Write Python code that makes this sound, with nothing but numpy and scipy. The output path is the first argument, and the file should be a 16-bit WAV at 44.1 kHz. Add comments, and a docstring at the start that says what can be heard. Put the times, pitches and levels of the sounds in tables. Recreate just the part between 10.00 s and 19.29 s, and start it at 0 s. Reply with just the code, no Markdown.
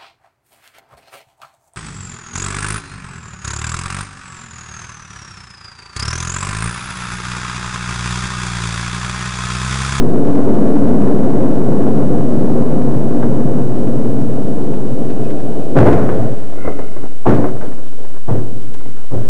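"""Glider rolling out, from the cockpit

A small camera's microphone rides inside the cockpit as the glider slows on an asphalt runway.
The wheel rumbles through the hollow fuselage and four heavy bumps make the shell boom. Close by, air
leaks past the canopy, fittings knock, a control rod slides and the wheel brake groans and squeaks.
The camera overloads on one side of the wave and adds its own hiss and a thin whine."""
import sys
import numpy as np
from scipy import signal
from scipy.fft import rfft, irfft, next_fast_len
from scipy.io import wavfile

SR = 44100
rng = np.random.default_rng(int(sys.argv[2]) if len(sys.argv) > 2 else 0)


def master_out(mix):
    """Clip the mix to full scale and print it as 16-bit PCM to the path in sys.argv[1]."""
    frames = np.transpose(np.atleast_2d(mix))
    ceiling = np.clip(frames, -1, 1)
    pcm = np.round(ceiling * 32767).astype(np.int16)
    wavfile.write(sys.argv[1], SR, pcm)


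N = 409688
SIZE = next_fast_len(N, True)
TIME, HZ = np.arange(N) / SR, np.fft.rfftfreq(SIZE, 1 / SR)

# hiss of the microphone's preamplifier: (frequency [Hz], density [dB])
PREAMP_SPECTRUM = [(20, 13), (70, 14.5), (400, 2.5), (3000, -2.5), (6000, -1.5), (11500, -3.5)]
# air leaking past the canopy seal: (time [s], level [dB]) and (frequency [Hz], density [dB])
AIR_LEVEL = [(0, -50), (3.5, -48), (5.6, -43), (8.1, -46.5), (9.29, -44.5)]
AIR_SPECTRUM = [(300, 12.5), (900, 3), (1600, 0.5), (2100, -3.5), (2600, -5.5), (2950, -2), (3400, -4.5),
                (4000, -9.5), (4600, -9), (7000, -14)]
# strokes of a control rod in its guide: (time of the top [s], level [dB], rise [s], t60 [s])
ROD_STROKES = [(6.69, -36, 0.087, .25), (6.85, -48, 0.2, 1.6), (8.8, -56, 0.27, 4)]
# resonances of the rod and of the wheel brake: (frequency [Hz], width [Hz], level [dB])
ROD_MODES = [(1070, 45, -3), (1270, 45, -1), (1424, 73, -1), (2035, 89, -5), (2130, 74, -6),
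             (2630, 90, -16)]
BRAKE_MODES = [(427, 23, 2), (488, 28, -7), (579, 32, -3), (659.5, 26, -3), (768, 15, -5.5)]
# the brake bites gradually, then lets go: (time [s], rise [s], level [dB], t60 [s])
BRAKE_DRAGS = [(4.4, 1.85, -26, .9), (6.45, 0.33, -35, 1.9), (7.87, 0.17, -41.5, .4)]
# faint squeaks of the brake: (time [s], level [dB])
BRAKE_SQUEAKS = [(5.15, -56.5), (5.265, -51), (5.39, -57), (5.64, -58)]
# knocks of loose fittings: (time [s], level [dB], t60 [s]) and (frequency [Hz], density [dB])
FITTING_KNOCKS = [(5.861, -4, 0.38), (5.972, -13, .1), (6.089, -17.5, 0.21), (6.523, -27, 0.18),
                  (6.575, -27, 0.18), (6.646, -20, 0.15), (6.674, -14, 0.13), (6.788, -16.5, .1),
                  (6.962, -26, .25), (7.031, -23.5, 0.14), (7.441, -12, 0.15), (7.563, -23, 0.14),
                  (7.622, -22.5, 0.42), (7.78, -28, 0.15), (7.986, -36, 0.47), (8.857, -31.5, .1)]
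KNOCK_SPECTRUM = [(60, 3.5), (150, -1), (300, 4.5), (550, 4), (850, -5), (1400, -12.5), (2100, -21),
                  (3000, -43), (8000, -44)]
# two faint clicks of microphone overload in the loud early rumble, then light rattles:
# (time [s], level [dB], t60 [s], brightness [dB/octave])
CLICKS_AND_RATTLES = [(.27, -33, .05, -1), (.35, -32, .05, -1), (3.226, -19, .1, -12),
                      (3.873, -29.5, .065, -7), (4.736, -31, .05, -7.5), (5.099, -34, .08, 0),
                      (5.302, -33, .07, -1), (5.4, -36, .06, -1), (5.787, -16, 0.022, -1),
                      (5.928, -20, 0.054, -3.5), (6.089, -22, 0.1, -10), (5.99, -30, 0.55, -10),
                      (6.21, -29, 0.21, -12.5), (6.431, -29, 0.061, -13.5), (7.345, -33, 0.089, 1.5),
                      (7.485, -31, .08, -7), (7.611, -29, 0.14, -10), (7.722, -34, .08, -10),
                      (8.739, -38.5, 0.065, 6)]
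# colour of clicks, rattles and grit: (frequency [Hz], density [dB])
TICK_SPECTRUM = [(300, -14), (900, 4.5), (1600, 4), (2300, -5), (3200, -6), (4500, -14), (8000, -20.5),
                 (12000, -31)]
# resonances of the fuselage around the microphone: (frequency [Hz], width [Hz], lift [dB])
SHELL_MODES = [(125.6, 45, 6), (202, 14.4, 4.5), (221.3, 9.1, 3.5), (284.8, 27.3, 8.5), (369, 21, 8),
               (429.6, 28, 5), (467, 46, 3.5), (524.7, 18, 7), (604, 19, 4), (638, 25, 4.5), (698, 20.6, 8),
               (873, 18, 4), (1035, 14, 6.5), (1110, 27, 3.5), (1490, 160, 1.5)]
# rumble of the wheel, falling as the glider slows: (time [s], level [dB])
ROLL_LEVEL = [(0, -13.5), (1, -12.5), (3.5, -16), (5.7, -22), (6.27, -20), (6.42, -44), (6.7, -27.5),
              (7.2, -41), (8.2, -45), (8.8, -36.5), (9.05, -47)]
# thrum as the wheel takes the glider's weight: (time [s], level relative to the rolling [dB])
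THRUM_LEVEL = [(0, -28), (2.3, -10.5), (4.3, -6), (5.5, -13), (6.2, -3.5), (6.8, -9), (8.6, -1.5)]
# force of the tyre on the asphalt: (frequency [Hz], density [dB])
TYRE_SPECTRUM = [(25, -25.5), (55, -9.5), (82, -23.5), (115, -7), (165, -4), (250, -1), (340, -6),
                 (480, -9), (720, -17), (950, -24.5), (1500, -33.5), (2300, -48), (4000, -58)]
# heavy bumps of the undercarriage:
# (time [s], judder [dB], rise [s], t60 [s], brightness [dB/octave], boom [dB], clank [dB])
HEAVY_BUMPS = [(5.750, -4.5, 0.022, 1.54, 1, -2.5, -18), (7.252, -4.5, 0.037, 0.58, 1, -12, -15),
               (8.275, -13, 0.038, 0.45, -1.5, -13.5, -25.5), (9.107, -17, 0.041, 0.35, -2.5, -17, -36.5)]
# colour of the undercarriage's judder: (frequency [Hz], density [dB])
JUDDER_SPECTRUM = [(25, -9), (60, -7.5), (120, 2.5), (250, -1), (480, -4), (720, -9.5), (1100, -21),
                   (1800, -25.5), (3000, -43.5), (6000, -54.5), (12000, -63)]


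def amp(db):
    """Decibels to gain."""
    return 10 ** (np.asarray(db) / 20)


def unit(x):
    """Scales to an rms of 1."""
    return x / np.sqrt(np.mean(x ** 2) + 1e-20)


def level(curve):
    """Gain at every sample from rows (time [s], level [dB])."""
    return amp(np.interp(TIME, *np.transpose(curve)))


def colour(points):
    """Gain at every frequency from rows (frequency [Hz], density [dB])."""
    hz, db = np.transpose(points)
    return amp(np.interp(np.log(HZ + 1), np.log(hz), db))


def peak(hz, width):
    """Bell shape of one resonance."""
    return 1 / (1 + (2 * (HZ - hz) / width) ** 2)


def ringing(modes):
    """Gain at every frequency of a part with the given resonances."""
    return sum(amp(db) * peak(hz, width) for hz, width, db in modes)


def shaped(x, gain):
    """Filters x by a gain per frequency; rms 1."""
    return unit(irfft(rfft(x, SIZE) * gain, SIZE)[:N])


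def tilted(x, gain, tilt_db):
    """Colours x, brighter or duller by tilt_db an octave; rms 1."""
    octaves = np.log2(HZ + 200) - 10
    return shaped(x, gain * amp(tilt_db * octaves))


def noise(gain):
    """Coloured noise of rms 1."""
    return shaped(rng.standard_normal(N), gain)


def wander(rate_hz):
    """Slow chance movement of rms 1."""
    return noise(1 / (1 + (HZ / rate_hz) ** 4))


def phase(hz):
    """Running phase in radians of a changing pitch."""
    return 2 * np.pi * np.cumsum(hz) / SR


def contacts(per_s, spread_db):
    """A train of tiny impacts at random times, their sizes scattered by spread_db."""
    size = amp(spread_db * np.minimum(rng.exponential(1, N), 4))
    return size * np.sign(rng.standard_normal(N)) * (rng.random(N) < per_s / SR)


def blow(s, rise, t60):
    """Envelope that builds up from time s over rise and then dies away."""
    age = np.maximum(TIME - s, 0)
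    return np.minimum(age / rise, 1) * amp(-60 * np.minimum(np.maximum(age - rise, 0) / t60, 3))


def swell(s, rise, t60):
    """Envelope that swells smoothly to its top at time s and then dies away."""
    return np.exp(-(np.minimum(TIME - s, 0) / rise) ** 2) * amp(-60 * np.maximum(TIME - s, 0) / t60)


def canopy_leak(whistle_hz=3144, whistle_relative_db=-18.5, gust_db=1.1):
    """Air hisses past the canopy seal, almost steadily, with a faint wavering whistle."""
    pitch = whistle_hz * (1 + .035 * wander(rate_hz=5) + .03 * wander(rate_hz=149))
    whistle = amp(whistle_relative_db) * unit(np.sin(phase(pitch)))
    hiss = noise(colour(AIR_SPECTRUM))
    return level(AIR_LEVEL) * (hiss + whistle) * amp(gust_db * wander(rate_hz=9.5))


def control_rod():
    """Small slips ring the rod as it slides in its guide."""
    strokes = sum(amp(db) * swell(s, rise, t60) for s, db, rise, t60 in ROD_STROKES)
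    return strokes * shaped(contacts(per_s=640, spread_db=3), ringing(ROD_MODES))


def brake(squeak_hz=2530):
    """Friction makes the wheel brake groan at its resonances and squeak on one wavering note."""
    drag = sum(amp(db) * blow(s, rise, t60) for s, rise, db, t60 in BRAKE_DRAGS)
    groan = drag * noise(ringing(BRAKE_MODES))
    squeaks = sum(amp(db) * swell(s, rise=.035, t60=.2) for s, db in BRAKE_SQUEAKS)
    pitch = squeak_hz * (1 + .0071 * wander(rate_hz=41))
    return groan + squeaks * unit(np.sin(phase(pitch)))


def knocks_and_ticks(shell, rocking_from_s=6.4, jostle_knock_db=-39.5, jostle_rattle_db=-47):
    """Two early overload clicks; later, fittings knock and rattle, jostled as the slow glider rocks."""
    strikes = sum(amp(db) * blow(s, rise=.0023, t60=t60) for s, db, t60 in FITTING_KNOCKS)
    jolts = contacts(per_s=20, spread_db=1.6) * (TIME > rocking_from_s)
    jolt_energy = signal.fftconvolve(jolts ** 2, blow(0, rise=.0022, t60=.1) ** 2)[:N]
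    jostle = np.sqrt(abs(jolt_energy))
    knocks = np.hypot(strikes, amp(jostle_knock_db) * jostle) * noise(colour(KNOCK_SPECTRUM) * shell)
    chatter, tone = contacts(per_s=4100, spread_db=-4.5), colour(TICK_SPECTRUM)
    ticks = amp(jostle_rattle_db) * jostle * tilted(chatter, tone, tilt_db=-7.5)
    for s, db, t60, tilt_db in CLICKS_AND_RATTLES:
        ticks += amp(db) * blow(s, rise=.0008, t60=t60) * tilted(chatter, tone, tilt_db)
    return knocks + ticks


def airframe_shake(below_judder_db=10.5):
    """Envelope of the shaking that goes on in the airframe after each bump."""
    return sum(amp(db - below_judder_db) * blow(s, rise=.037, t60=1.48) for s, db, *_ in HEAVY_BUMPS)


def panel(shake, hum_hz=240.3, hum_db=-22, until_s=3.9, t60=4.2, coupling_db=-7):
    """A panel hums in sympathy until the glider has slowed, and again when a bump shakes it."""
    sympathy = amp(hum_db - 60 * np.maximum(TIME - until_s, 0) / t60)
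    return (sympathy + amp(coupling_db) * shake) * noise(peak(hum_hz, width=25) ** 2)


def wheel_thrum(start_hz=154.9, sag_hz_per_s=5.5, lowest_hz=117.4):
    """The loaded wheel throbs on a low note that sinks as the glider slows."""
    pitch = np.maximum(start_hz - sag_hz_per_s * TIME, lowest_hz)
    throb = wander(rate_hz=19.2) + 1j * wander(rate_hz=21)  # wavers in both strength and phase
    return level(THRUM_LEVEL) * (throb * np.exp(1j * phase(pitch))).real


def wheel(shell, shake, rumble_relative_db=.5, grit_relative_db=-34, uneven_db=.66):
    """The tyre drums coarse asphalt through the shell, harder after each bump; stray grit ticks."""
    rumble = shaped(contacts(per_s=9000, spread_db=1), colour(TYRE_SPECTRUM) * shell)
    thrum = wheel_thrum()
    grit = shaped(contacts(per_s=200, spread_db=2), colour(TICK_SPECTRUM))
    load = np.hypot(level(ROLL_LEVEL), shake) * amp(uneven_db * wander(rate_hz=8.9))
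    return load * (amp(rumble_relative_db) * rumble + thrum + amp(grit_relative_db) * grit)


def bumps(shell, boom_hz=111, clank_hz=850):
    """Each bump opens with a clank; the undercarriage then judders and the shell's lowest mode booms."""
    chatter, tone = contacts(per_s=3000, spread_db=0), colour(JUDDER_SPECTRUM) * shell
    clank = noise(peak(clank_hz, width=930) ** 2 * shell)
    boom = np.sin(phase(boom_hz * (1 + .081 * wander(rate_hz=29))))
    out = np.zeros(N)
    for s, judder_db, rise, t60, tilt_db, boom_db, clank_db in HEAVY_BUMPS:
        out += amp(judder_db) * tilted(chatter, tone, tilt_db) * blow(s, rise, t60)
        out += amp(clank_db) * clank * blow(s, rise=.014, t60=.17)
        out += amp(boom_db) * boom * blow(s, 1.3 * rise, t60=.65)
    return out


def scene():
    """Everything heard at the one microphone inside the hollow fuselage."""
    shell = amp(sum(db * peak(hz, width) for hz, width, db in SHELL_MODES))
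    shake = airframe_shake()
    runway = wheel(shell, shake) + panel(shake) + bumps(shell)
    return (runway + knocks_and_ticks(shell) + control_rod() + brake() + canopy_leak())[None]


def overload(x, floor=.305, knee=.11, ceiling=1.3):
    """The camera's off-centre input stage: troughs flatten early, crests only much later."""
    floored = (x + np.hypot(x + floor, knee) - np.hypot(floor, knee)) / 2
    return floored / (1 + (floored / ceiling) ** 6) ** (1 / 6)


def record(dry, hiss_db=-51, fizz_db=-51, whine_db=-65, whine_hz=8441, edge_hz=12050, offset=-.644):
    """The camera overloads, adds hiss, converter fizz and a whine, cuts the top and sits off zero."""
    x = overload(dry[0])
    hiss = amp(hiss_db) * noise(colour(PREAMP_SPECTRUM))
    fizz = amp(fizz_db) * np.tanh(abs(x) / .045) * rng.standard_normal(N)  # grows with the signal
    whine = amp(whine_db) * unit(np.sin(phase(whine_hz + 2.5 * wander(rate_hz=3.6))))
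    low_pass = signal.firwin(201, edge_hz, window=("kaiser", 8), fs=SR)
    return signal.oaconvolve(x + hiss + fizz + whine, low_pass, "same")[None] + offset


dry = scene()
out = record(dry)
master_out(out)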